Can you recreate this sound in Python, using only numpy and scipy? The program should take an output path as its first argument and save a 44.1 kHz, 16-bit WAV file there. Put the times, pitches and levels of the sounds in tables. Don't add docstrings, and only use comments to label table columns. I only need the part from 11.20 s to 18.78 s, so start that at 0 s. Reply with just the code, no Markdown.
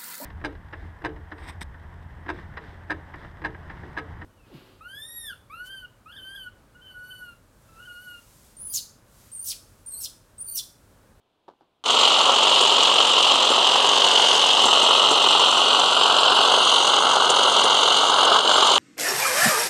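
import sys
import numpy as np
from scipy import signal
from scipy.fft import rfft, irfft
from scipy.io import wavfile
from scipy.ndimage import uniform_filter1d, minimum_filter1d

SR = 44100
rng = np.random.default_rng(int(sys.argv[2]) if len(sys.argv) > 2 else 0)


def transcribe(u):
    v = np.clip(np.atleast_2d(u).T, -1, 1)
    q = np.round(v * 32767).astype(np.int16)
    wavfile.write(sys.argv[1], SR, q)


N = 334316
TIME = np.arange(N) / SR
START_S = .639

# middle_s, depth_db, half_length_s
CLATTER_DIP = (7.222, 5.1, 0.037)
# time_s, case_db, blade_db, teeth_db
PART_LEVELS = [(0.7, -24, -21.5, -34.5), (0.83, -22, -17.5, -32.5), (1.1, -20.5, -21.5, -34),
               (1.3, -21.5, -18, -32.5), (2.05, -21.4, -18, -32.5), (2.45, -21, -19.0, -33.5),
               (3.08, -20, -16.5, -28.5), (3.28, -23, -17, -31), (3.5, -20, -18, -31),
               (4.1, -21, -17.5, -32), (4.7, -21, -20, -32), (5.15, -19.5, -18.5, -33.5),
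               (5.55, -21.9, -17.5, -28.5), (5.85, -19.5, -21.5, -31.5), (6.6, -20, -18.5, -30.5),
               (6.85, -21, -19.5, -30.5), (7.1, -17.5, -19, -33.5), (7.45, -20, -18, -28.5)]
def trimmer():
    speed_lost, turns = crank()
    slide, returning = strokes(turns)
    dip_s, dip_db, half_length_s = CLATTER_DIP
    drop_db = dip_db * np.exp(-((TIME - dip_s) / half_length_s) ** 2)
    drop_db += .6 * speed_lost
    case_db, blade_db, teeth_db = (db - drop_db for db in curves(PART_LEVELS))
    blows = knocks(turns, jitter_s=.0004, spread_db=3.0)
    load_db = -.3 * returning + .23 * wander(per_s=44)
    case_swing_db, blade_swing_db, teeth_swing_db = 4 * slide, 4.5 * slide, 8 * slide
    parts = [(gear_case(case_swing_db + load_db, blows), case_db + .41),
             (blades(blade_swing_db + load_db, blows), blade_db + .49),
             (teeth(teeth_swing_db + load_db, blows), teeth_db - .3)]
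    clatter = sum(gain_of(db) * unit_level(swung(sound)) for sound, db in parts)
    ring = gain_of(1.8) * swung(steel_ring(blade_swing_db + teeth_db))
    hum = housing_hum(turns, offset_db=-2.5, waver_db=1.25)
    fade_in = np.interp(TIME, [START_S, START_S + .001, .652, .659, .662, .70], [0, .17, .19, .45, .95, 1])
    return fade_in * (clatter + hum + ring) + start_click()


def crank(free_turns_per_s=22.728, rest_turn=.685, slowing_s=.0707):
    speed_lost = sum(lost * np.exp(-abs(TIME - cut_s) / slowing_s) for cut_s, _, _, lost in CUTS)
    speed = (free_turns_per_s - speed_lost) * (TIME > START_S)
    return speed_lost, rest_turn + np.cumsum(speed) / SR


def strokes(turns):
    count, progress = np.divmod(2 * turns, 1)
    return np.sin(np.pi * progress ** .6), count % 2


# share_of_turn, relative_db
TURN_KNOCKS = [(.05, -5.5), (.10, -6), (.55, -11.5)]
def knocks(turns, jitter_s, spread_db):
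    blows = np.zeros(N)
    whole_turns = np.arange(int(turns[-1]))
    timing_luck, level_luck = rng.standard_normal((2, len(TURN_KNOCKS), 256))[:, :, :len(whole_turns)]
    for (share, db), late, louder in zip(TURN_KNOCKS, timing_luck, level_luck):
        hit_s = np.interp(whole_turns + share, turns, TIME) + jitter_s * late
        blows[np.clip((hit_s * SR).astype(int), 0, N - 1)] += gain_of(db + spread_db * louder)
    return unit_level(blows)


# pitch_hz, relative_db
CASE_TONE = [(40, -37), (70, -26.5), (110, -29.5), (200, -20), (290, -13), (390, -2), (650, 1), (1000, 5.5),
             (1300, 4.5), (1520, -0.5), (1800, -14.5), (2100, -11), (2600, -35), (12000, -79)]
def gear_case(stroke_db, blows):
    rattling = tiny_hits(per_s=5000) * gain_of(stroke_db + catching(fits_db=1.07, grain_db=.4))
    return with_tone(rattling + .55 * blows, CASE_TONE)


# pitch_hz, relative_db
BLADE_TONE = [(1200, -43), (2000, -21), (2450, -13.5), (2700, -6.5), (2880, 2.5), (3100, 1.5), (3450, -3.5),
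              (4200, -7.5), (5000, -15.5), (6000, -25.5), (8000, -59.5), (12000, -50.5)]
def blades(stroke_db, blows):
    sliding = tiny_hits(per_s=8000) * gain_of(stroke_db + catching(fits_db=1.23, grain_db=.25))
    return with_tone(sliding + .25 * blows, BLADE_TONE)


# pitch_hz, relative_db
TEETH_TONE = [(3000, -32), (5000, -3), (6300, 10), (7300, 6), (8200, 3), (9400, -9.5), (10000, -15),
              (10800, -24), (12200, -20.5), (14200, -38), (15700, -39)]
def teeth(stroke_db, blows):
    shearing = tiny_hits(per_s=12000) * gain_of(stroke_db + catching(fits_db=2.14, grain_db=2.4))
    return with_tone(shearing + .18 * blows, TEETH_TONE)


def catching(fits_db, grain_db):
    return fits_db * wander(per_s=88) + grain_db * wander(per_s=790)


# pitch_hz, width_hz, relative_db
STEEL_NOTES = [(6120, 60, -53), (6870, 25, -55), (7445, 18, -42.5), (8655, 24, -49.5), (9412, 20, -47.5),
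               (9674, 26, -54.5)]
def steel_ring(rubbing_db):
    cut_s, _, crack_db, _ = np.transpose(CUTS)
    push = gain_of(rubbing_db) + bursts(cut_s, crack_db + 4, decay_s=.007)
    t = TIME[:SR // 5]
    swell = 1 - np.exp(-t / .0005)
    ring = np.zeros(N)
    for pitch_hz, width_hz, db in STEEL_NOTES:
        ping = swell * np.exp(-np.pi * width_hz * t) * np.sin(2 * np.pi * pitch_hz * t)
        note = signal.oaconvolve(push * tiny_hits(per_s=600), ping)[:N]
        ring += gain_of(db) * unit_level(note)
    return ring


# shakes_per_turn, relative_db
HUM_TONES = [(5, -60), (7, -55.5), (8, -56.5), (10, -52), (11, -48), (13, -47), (18, -43), (24, -42),
             (39, -39)]
def housing_hum(turns, offset_db, waver_db):
    hum = np.zeros(N)
    for shakes_per_turn, db in HUM_TONES:
        strength = np.sqrt(2) * gain_of(db + offset_db + waver_db * wander(per_s=5))
        hum += strength * np.cos(2 * np.pi * (shakes_per_turn * turns + rng.random()))
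    return hum


def start_click():
    snap = rng.standard_normal(N) * bursts([START_S], [-29], decay_s=.0013)
    return with_tone(snap, BLADE_TONE)


# time_s, low_hz, high_hz, depth (0-1, capped below)
SWING_DIPS = [(.8, 1607, 1950, 0.09), (1.5, 1500, 2060, 0.28), (2.3, 1515, 2240, .35),
              (3.05, 1275, 2480, 0.55), (3.6, 1600, 2320, 0.75), (4.3, 1613, 2240, 0.66),
              (5.05, 1970, 2210, 0.6), (5.5, 1740, 2510, 0.97), (6, 1890, 2485, 1), (6.6, 1740, 2550, 1),
              (7.1, 1940, 2550, 1), (7.58, 1850, 2617, 0.6)]
def swung(sound):
    low_hz, high_hz, depth = curves(SWING_DIPS)
    depth = np.clip(depth, 0, .85)
    sound = sound - .7 * band_around(sound, low_hz, width_hz=420)
    sound = sound - depth * band_around(sound, high_hz, width_hz=450)
    sound = sound - .7 * depth * band_around(sound, 3 * low_hz, width_hz=700)
    return sound - depth * band_around(sound, 3 * high_hz, width_hz=600)


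# start_s, crunch_db, crack_db, lost_turns_per_s
CUTS = [(1.41, -24, -22, 0.59), (2.136, -19.5, -30, 0.25), (2.302, -19, -26, .649), (3.456, -18, -22, 0.66),
        (3.63, -24, -25, 0.404), (3.912, -14, -22.5, .609), (6.1, -16, -16.5, 1.82),
        (6.437, -15, -23, 1.06)]
# pitch_hz, relative_db
CRUNCH_TONE = [(60, -34), (180, -16), (330, -2), (530, 3), (1200, -7), (1900, -24), (5000, -44),
               (12000, -70)]
CRACK_TONE = [(1800, -15), (3200, -2), (5000, -4), (7000, 4), (9000, -2), (10800, -26), (15700, -32)]
def snapping_shoots():
    start_s, crunch_db, crack_db, _ = np.transpose(CUTS)
    fibres = tiny_hits(per_s=3000)
    crunch = with_tone(fibres * bursts(start_s, crunch_db, decay_s=.013), CRUNCH_TONE)
    crack = with_tone(fibres * bursts(start_s, crack_db, decay_s=.008), CRACK_TONE)
    return crunch + crack


def with_echo(sound, echo_db, fade_s=.15):
    t = TIME[:SR // 4]
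    tail = rng.standard_normal(len(t)) * (t > .004) * gain_of(-60 * t / fade_s)
    return sound + gain_of(echo_db) * signal.oaconvolve(sound, tail / np.linalg.norm(tail))[:N]


# start_s, level_db
BUMP_HITS = [(.281, -43), (.409, -54)]
# pitch_hz, relative_db
BUMP_TONE = [(60, -22), (300, 0), (900, 0), (1500, -12), (2000, -26), (4000, -22), (10000, -50)]
def soft_bumps():
    start_s, level_db = np.transpose(BUMP_HITS)
    return with_tone(tiny_hits(per_s=3000) * bursts(start_s, level_db, decay_s=.02), BUMP_TONE)


# pitch_hz, relative_db
AIR_TONE = [(30, -8), (100, -2), (400, 0), (1100, -3), (1900, -17), (3300, -8), (5500, -25), (15000, -34)]
def garden_air(level_db=-71):
    return gain_of(level_db) * with_tone(rng.standard_normal(N), AIR_TONE)


def gain_of(db):
    return 10 ** (np.asarray(db) / 20)


def unit_level(sound):
    return sound / np.sqrt(np.mean(sound ** 2) + 1e-20)


def curves(rows):
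    time_s, *columns = np.transpose(rows)
    return [np.interp(TIME, time_s, column) for column in columns]


def with_tone(sound, tone, size=4096):
    pitch_hz, db = np.transpose(tone)
    grid_hz = abs(np.fft.fftfreq(size, 1 / SR))
    log_gain = np.log(gain_of(np.interp(np.log(grid_hz + 1), np.log(pitch_hz), db)))
    spectrum = np.exp(np.conj(signal.hilbert(log_gain)))
    response = np.fft.ifft(spectrum).real[:size // 2]
    return signal.oaconvolve(sound, response / np.linalg.norm(response))[:N]


def band_around(sound, pitch_hz, width_hz):
    spin = np.exp(2j * np.pi * np.cumsum(pitch_hz) / SR)
    decay = np.exp(-np.pi * width_hz / SR)
    return 2 * (spin * signal.lfilter([1 - decay], [1, -decay], sound / spin)).real


def tiny_hits(per_s):
    return unit_level(rng.standard_normal(N) * (rng.random(N) < per_s / SR))


def wander(per_s):
    spectrum = rfft(rng.standard_normal(N))
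    return unit_level(irfft(spectrum / (1 + (np.fft.rfftfreq(N, 1 / SR) / per_s) ** 4), N))


def bursts(starts_s, levels_db, decay_s):
    return sum(gain_of(db) * (TIME >= start_s) * np.exp(-abs(TIME - start_s) / decay_s)
               for start_s, db in zip(starts_s, levels_db))


def scene():
    trimming = with_echo(trimmer() + snapping_shoots(), echo_db=-16)
    return (trimming + soft_bumps() + garden_air())[None]


def record(dry):
    ceiling, hold_samples, top_hz = .8, 221, 15750
    allowed_gain = np.minimum(1, ceiling / (abs(dry) + 1e-9))
    smooth_gain = uniform_filter1d(minimum_filter1d(allowed_gain, hold_samples), hold_samples)
    treble_cut = signal.firwin(511, top_hz, window=("kaiser", 9), fs=SR)
    return signal.oaconvolve(dry * smooth_gain, treble_cut[None], "same")


dry = scene()
out = record(dry)
transcribe(out)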